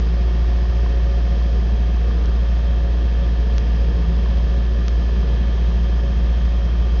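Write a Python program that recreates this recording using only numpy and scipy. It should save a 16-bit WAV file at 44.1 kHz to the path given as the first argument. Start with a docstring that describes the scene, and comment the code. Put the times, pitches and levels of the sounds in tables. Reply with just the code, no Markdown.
"""Close beside a four-cylinder engine at a fast, very even governed idle, on a small camera microphone.
Broad air noise roars in the bodywork and low noise rumbles in hollow modes; a pump drones on its own shaft.
Locked to the crank are the exhaust orders and gear whines, as sines, and valve clatter, as one repeated cycle.
A loose tappet rings once a cycle. Three times the recorder loses a sample and ticks."""
import sys
import numpy as np
from scipy import signal
from scipy.fft import rfft, irfft
from scipy.io import wavfile
from scipy.ndimage import map_coordinates

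SR = 44100
rng = np.random.default_rng(int(sys.argv[2]) if len(sys.argv) > 2 else 0)


def decibels_to_gain(level_db):
    """Convert a level in decibels to a linear amplitude gain (20 dB per decade)."""
    exponent = np.asarray(level_db, float) / 20
    return 10 ** exponent


def int16_out(signal):
    """Quantize to a 16-bit WAV file."""
    q = np.round(np.clip(np.atleast_2d(signal).T, -1, 1) * 32767)
    wavfile.write(sys.argv[1], SR, q.astype(np.int16))


N = 308700
TIME = np.arange(N) / SR  # s
HZ = np.maximum(np.fft.rfftfreq(N, 1 / SR), 1)
CYCLE_HZ = 14.4196  # one cycle is two crank turns, four firings

# Air roar before the bodywork colours it: [f/Hz, level/dB per Hz]
AIR_ROAR = [(8, -67.5), (20, -65), (30, -58), (42, -50), (75, -48.5), (95, -56), (130, -57), (240, -64.5),
            (420, -69.5), (600, -70.5), (1000, -76.5), (1400, -79.5), (1700, -77), (2100, -81.5),
            (3000, -80), (4200, -85.5), (5500, -87), (6000, -91), (6500, -87), (6800, -87.5), (7200, -98)]
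# Bodywork resonances and dips in the roar: [f/Hz, width/Hz, gain/dB]
BODY_MODES = [(41, 5, 4.5), (61.4, 3.9, -1.5), (69.4, 2.3, -2.5), (74, 6, 1.5), (86, 6.7, -3.5),
              (553.6, 21, 8.5), (96, 8.7, -5), (132, 9, -3.5), (275, 14, -6.5), (697, 44, 3.5),
              (816, 20, -11.5), (1195, 51, 7.5), (1360, 45, -3.5), (1990, 100, -1.5), (2350, 92, -4),
              (2910, 140, -9), (3230, 200, 2), (4600, 150, -3.5), (4830, 390, 3.5)]
# Hollow modes of the rumble in a low, a middle and a high group: [f/Hz, width/Hz, level within group/dB]
HOLLOW_MODES = [
    [(146.5, 10, -4), (165.4, 7.1, 3)],
    [(191.6, 11, 0), (209.9, 12, 1), (234.2, 11, -6.5)],
    [(294, 11, 1.5), (311.4, 10, -2), (332.4, 6.1, -3.5), (385.6, 10, 0.5), (409.8, 15, -1),
     (437, 37, -1.5), (457, 8.1, -4), (472.4, 5.8, 4.5), (496, 14, -6.5)],
]
# Rms of each hollow group before its swell: [level/dB]
HOLLOW_LEVELS = [-39, -39.5, -42.5]
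# Swell of the low and middle hollow groups: [t/s, level/dB]
LOWER_SWELL = [(0, 2.5), (.35, -5.5), (1.15, -5.5), (1.67, 4), (2.2, -0.5), (2.999, -2.5), (3.3, 0),
               (4.1, 4.5), (4.6, -2), (5.22, 3.5), (5.9, -0.5), (6.299, 1.5), (7, -5.5)]
# Swell of the high hollow group: [t/s, level/dB]
HIGH_SWELL = [(0, 1), (.4, -3.5), (1.199, 1), (1.7, 2), (2.4, -2), (2.7, -1), (3.0, 1), (3.5, 2),
              (4.0, 3.5), (4.65, -1), (5.3, 3.5), (5.8, -2), (6.2, -1.5), (7, 0)]
# Pump drone partials: [multiple of the pump rate, rms level before wavering/dB]
PUMP_PARTIALS = [(1, -44.5), (2, -47.5), (3, -49.5)]
# Hardest tappet knocks: [cycle number from 0, starting level of the ring/dB]
HARD_TAPS = [(20, -34), (30, -33), (33, -31), (59, -35), (61, -32), (64, -35), (70, -30), (72, -35),
             (75, -33)]
# Valve knocks once a cycle: [lowest multiple, multiple above the highest, crank angle/rad, smear/rad]
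VALVE_KNOCKS = [(105, 135, 2.54, 1.0), (235, 350, 3.6, 1.6)]
# Clatter that repeats every cycle: [f/Hz, mean rms level of one cycle harmonic/dB]
CLATTER_SPECTRUM = [(560, -68.5), (650, -67), (740, -66.5), (790, -73), (815, -86.5), (850, -72),
                    (970, -66), (1180, -68), (1350, -76), (1600, -72.5), (2100, -79), (2700, -73.5),
                    (3400, -79), (4100, -80), (5000, -87)]
# Gear and block tones locked to the crank: [multiple of the cycle, rms level before wavering and rise/dB]
GEAR_WHINES = [(41, -61.5), (44, -59.6), (46, -59.0), (47, -59.7), (48, -55.5), (49, -54.6), (50, -52.4),
               (60, -61.4), (64, -59.4), (69, -62.7), (76, -62.6), (83, -63.2), (84, -62.5), (95, -66.7),
               (112, -65.3), (113, -67.6), (118, -62.3), (120, -53.5), (123, -64.8), (128, -56.6),
               (130, -65.8), (133, -67.8), (154, -64.5), (156, -70.8), (162, -71.4), (172, -64.3),
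               (180, -66.4), (181, -68.2), (188, -66.8), (200, -68.1), (208, -68.1), (211, -69.4),
               (215, -63.2), (216, -60.4), (219, -68.8), (220, -62.2), (224, -62.8), (225, -65.0),
               (226, -66.3), (227, -62.0), (232, -68.5), (240, -71.5), (255, -72), (260, -72.5), (283, -75)]
# Exhaust tones: [multiple of the cycle, rms level/dB]
EXHAUST_ORDERS = [(2, -52), (3, -44), (4, -16.0), (5, -36.5), (6, -55), (7, -50.5), (8, -37), (10, -46),
                  (11, -49), (12, -38), (14, -53), (15, -54), (16, -58.5), (17, -60.5), (18, -51.5),
                  (19, -67.5), (24, -56), (25, -55), (26, -60), (27, -64), (28, -55), (31, -62), (34, -60),
                  (35, -66), (36, -65.5), (37, -67), (38, -51.5), (40, -61.5)]
# Samples lost by the recorder: [t/s]
LOST_SAMPLES = [2.25839, 3.58200, 4.88238]


def colour(table, hz):
    """Level in dB from a (f/Hz, level/dB) table, straight on a log-frequency axis."""
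    points, db = np.transpose(table)
    return np.interp(np.log(hz), np.log(points), db)


def noise(gain):
    """White noise of 0 dB per Hz through a spectral gain."""
    white = rfft(rng.standard_normal(N))
    return irfft(white * gain, N) * np.sqrt(SR / 2)


def walk(rate_hz):
    """Slow chance with spread 1, drawn 100 times a second and joined by straight lines."""
    count = N // 441
    slow = np.exp(-(np.fft.rfftfreq(count, N / count / SR) / rate_hz) ** 2)
    x = irfft(rfft(rng.standard_normal(count)) * slow, count)
    return np.interp(TIME, np.linspace(0, TIME[-1], count), (x - x.mean()) / np.std(x))


def tones(table, phase, start, waver_db, waver_hz):
    """Sines on multiples of a phase, each wavering in level by itself."""
    out = 0
    for (multiple, db), offset in zip(table, start):
        level = np.sqrt(2) * decibels_to_gain(db + waver_db * walk(waver_hz))
        out = out + level * np.cos(round(multiple) * phase + offset)
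    return out


def roar(crank):
    """Broad air noise coloured by the bodywork; bands flicker alone and the upper ones pulse with the cycle."""
    body_db = sum(gain / (1 + (2 * (HZ - f) / width) ** 2) for f, width, gain in BODY_MODES)
    gain = decibels_to_gain(colour(AIR_ROAR, HZ) + body_db)
    half_octave = 2 * np.log2(HZ / 40)
    # firing, cycle and valve rates
    pulse_db = 0.32 * np.cos(4 * crank) + 0.34 * np.cos(crank) + 0.38 * np.cos(8 * crank)
    out = 0
    for band in range(-2, 17):
        share = np.cos(np.pi / 2 * np.clip(half_octave - band, -1, 1))
        upper = band > 8  # centred at 905 Hz and above
        flicker_db = (0.7 if upper else 0.9) * walk(1.9)
        out = out + noise(gain * share) * decibels_to_gain(flicker_db + upper * pulse_db)
    return out


def rumble():
    """Low noise ringing in hollow modes; the lower groups swell together, the high one apart; each flickers."""
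    out = 0
    swells = [LOWER_SWELL, LOWER_SWELL, HIGH_SWELL]
    for modes, level_db, swell in zip(HOLLOW_MODES, HOLLOW_LEVELS, swells):
        power = sum(decibels_to_gain(2 * db) / (1 + (2 * (HZ - f) / width) ** 2) ** 2 for f, width, db in modes)
        ringing = noise(np.sqrt(power))
        swell_db = np.interp(TIME, *np.transpose(swell))
        flicker_db = 1.0 * walk(3.6)
        out = out + ringing / np.std(ringing) * decibels_to_gain(level_db + swell_db + flicker_db)
    return out


def pump():
    """A drone on its own shaft whose partials waver, each by itself."""
    shaft = 2 * np.pi * 184.4 * TIME  # pump rate in Hz
    start = rng.uniform(0, 2 * np.pi, len(PUMP_PARTIALS))
    return tones(PUMP_PARTIALS, shaft, start, waver_db=3.0, waver_hz=0.72)


def tappet():
    """A loose tappet: one short damped ring a cycle, each with its own strength and pitch."""
    first_s, ring_hz, t60_s = .0283, 1130, .028
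    usual_db, scatter_db, pitch_scatter = -39, 3, .07
    hard = dict(HARD_TAPS)
    out, ring_time = np.zeros(N + SR), TIME[:SR // 20]
    chance = rng.standard_normal((int(TIME[-1] * CYCLE_HZ), 2))
    for cycle, (size, pitch) in enumerate(chance):
        db = hard.get(cycle, usual_db + scatter_db * size)
        hz = ring_hz * (1 + pitch_scatter * pitch)
        ring = decibels_to_gain(db - 60 * ring_time / t60_s) * np.sin(2 * np.pi * hz * ring_time)
        at = int((first_s + cycle / CYCLE_HZ) * SR)
        out[at:at + len(ring)] += ring
    return out[:N]


def knocking(multiples):
    """Start phases: random, but gathered round the crank angle of a valve knock where one rings."""
    k = np.asarray(multiples)
    start, spread = rng.uniform(0, 2 * np.pi, len(k)), rng.standard_normal(len(k))
    for low, high, angle, smear in VALVE_KNOCKS:
        start = np.where((k >= low) & (k < high), smear * spread - k * angle, start)
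    return start


def clatter(crank):
    """One cycle of random ticks and knocks, read off by crank angle so it repeats, with a slow level waver."""
    k = np.arange(41, 350)  # multiples of the cycle
    lines = np.zeros(4097, complex)
    level = decibels_to_gain(colour(CLATTER_SPECTRUM, k * CYCLE_HZ) + 3.0 * rng.standard_normal(len(k)))
    lines[k] = np.sqrt(2) * level * np.exp(1j * knocking(k))
    lines[[multiple for multiple, db in GEAR_WHINES]] = 0  # those multiples belong to the whines
    size = 2 * (len(lines) - 1)
    cycle = irfft(lines) * size / 2
    place = crank / (2 * np.pi) * size % size
    return map_coordinates(cycle, [place], order=3, mode="grid-wrap") * decibels_to_gain(0.37 * walk(1.5))


def whine(crank):
    """Gear and block tones on crank multiples, wavering one by one; the upper ones slowly grow."""
    upper_from, rise_db_per_s = 200, 0.9  # whines above this multiple grow
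    groups = []
    for high in (False, True):
        table = [row for row in GEAR_WHINES if (row[0] > upper_from) == high]
        start = knocking([multiple for multiple, db in table])
        groups.append(tones(table, crank, start, waver_db=1.7, waver_hz=0.5))
    lower, upper = groups
    return lower + upper * decibels_to_gain(rise_db_per_s * (TIME - TIME[-1] / 2))


def exhaust(crank):
    """Steady hum of the exhaust orders, with phases set by the pipe and silencer."""
    pipe_lead, below_lag = .55, 1.45  # rad; the lag is for each multiple under the firing rate
    # above the silencer's resonance the tones turn over, which flattens the crests of the hum
    start = [pipe_lead + np.pi * (k > 6) - below_lag * max(4 - k, 0) for k, db in EXHAUST_ORDERS]
    return tones(EXHAUST_ORDERS, crank, start, waver_db=0.0, waver_hz=3.0)


def engine(crank):
    """Clatter, whines and exhaust hum, all locked to the crank."""
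    return clatter(crank) + whine(crank) + exhaust(crank)


def scene():
    """The roar, engine and clatter follow one crank angle, which drifts a hair under the governor."""
    start_rad, drift_rad = -.35, 0.0014
    crank = 2 * np.pi * CYCLE_HZ * TIME + start_rad + drift_rad * walk(0.48)
    return (roar(crank) + rumble() + pump() + tappet() + engine(crank))[None]


def low_pass(x):
    """Removes everything above the highest recorded frequency."""
    return signal.sosfilt(signal.butter(12, 7050, fs=SR, output="sos"), x)


def record(dry):
    """A lost sample pulls the wave to zero for one tick of the recorder's clock; its output filter rounds it."""
    clock_hz, filter_hz = 16000, (5700, 7400)  # the filter fades out between these two
    keep = 1
    for lost_s in LOST_SAMPLES:
        since = TIME - lost_s
        keep = keep - np.sinc(since * clock_hz) * np.exp(-(since / .0006) ** 2)
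    fade = np.cos(np.pi / 2 * np.interp(HZ, filter_hz, [0, 1])) ** 2
    smooth = irfft(rfft(dry * keep) * fade, N)
    return low_pass(smooth)


dry = scene()
out = record(dry)
int16_out(out)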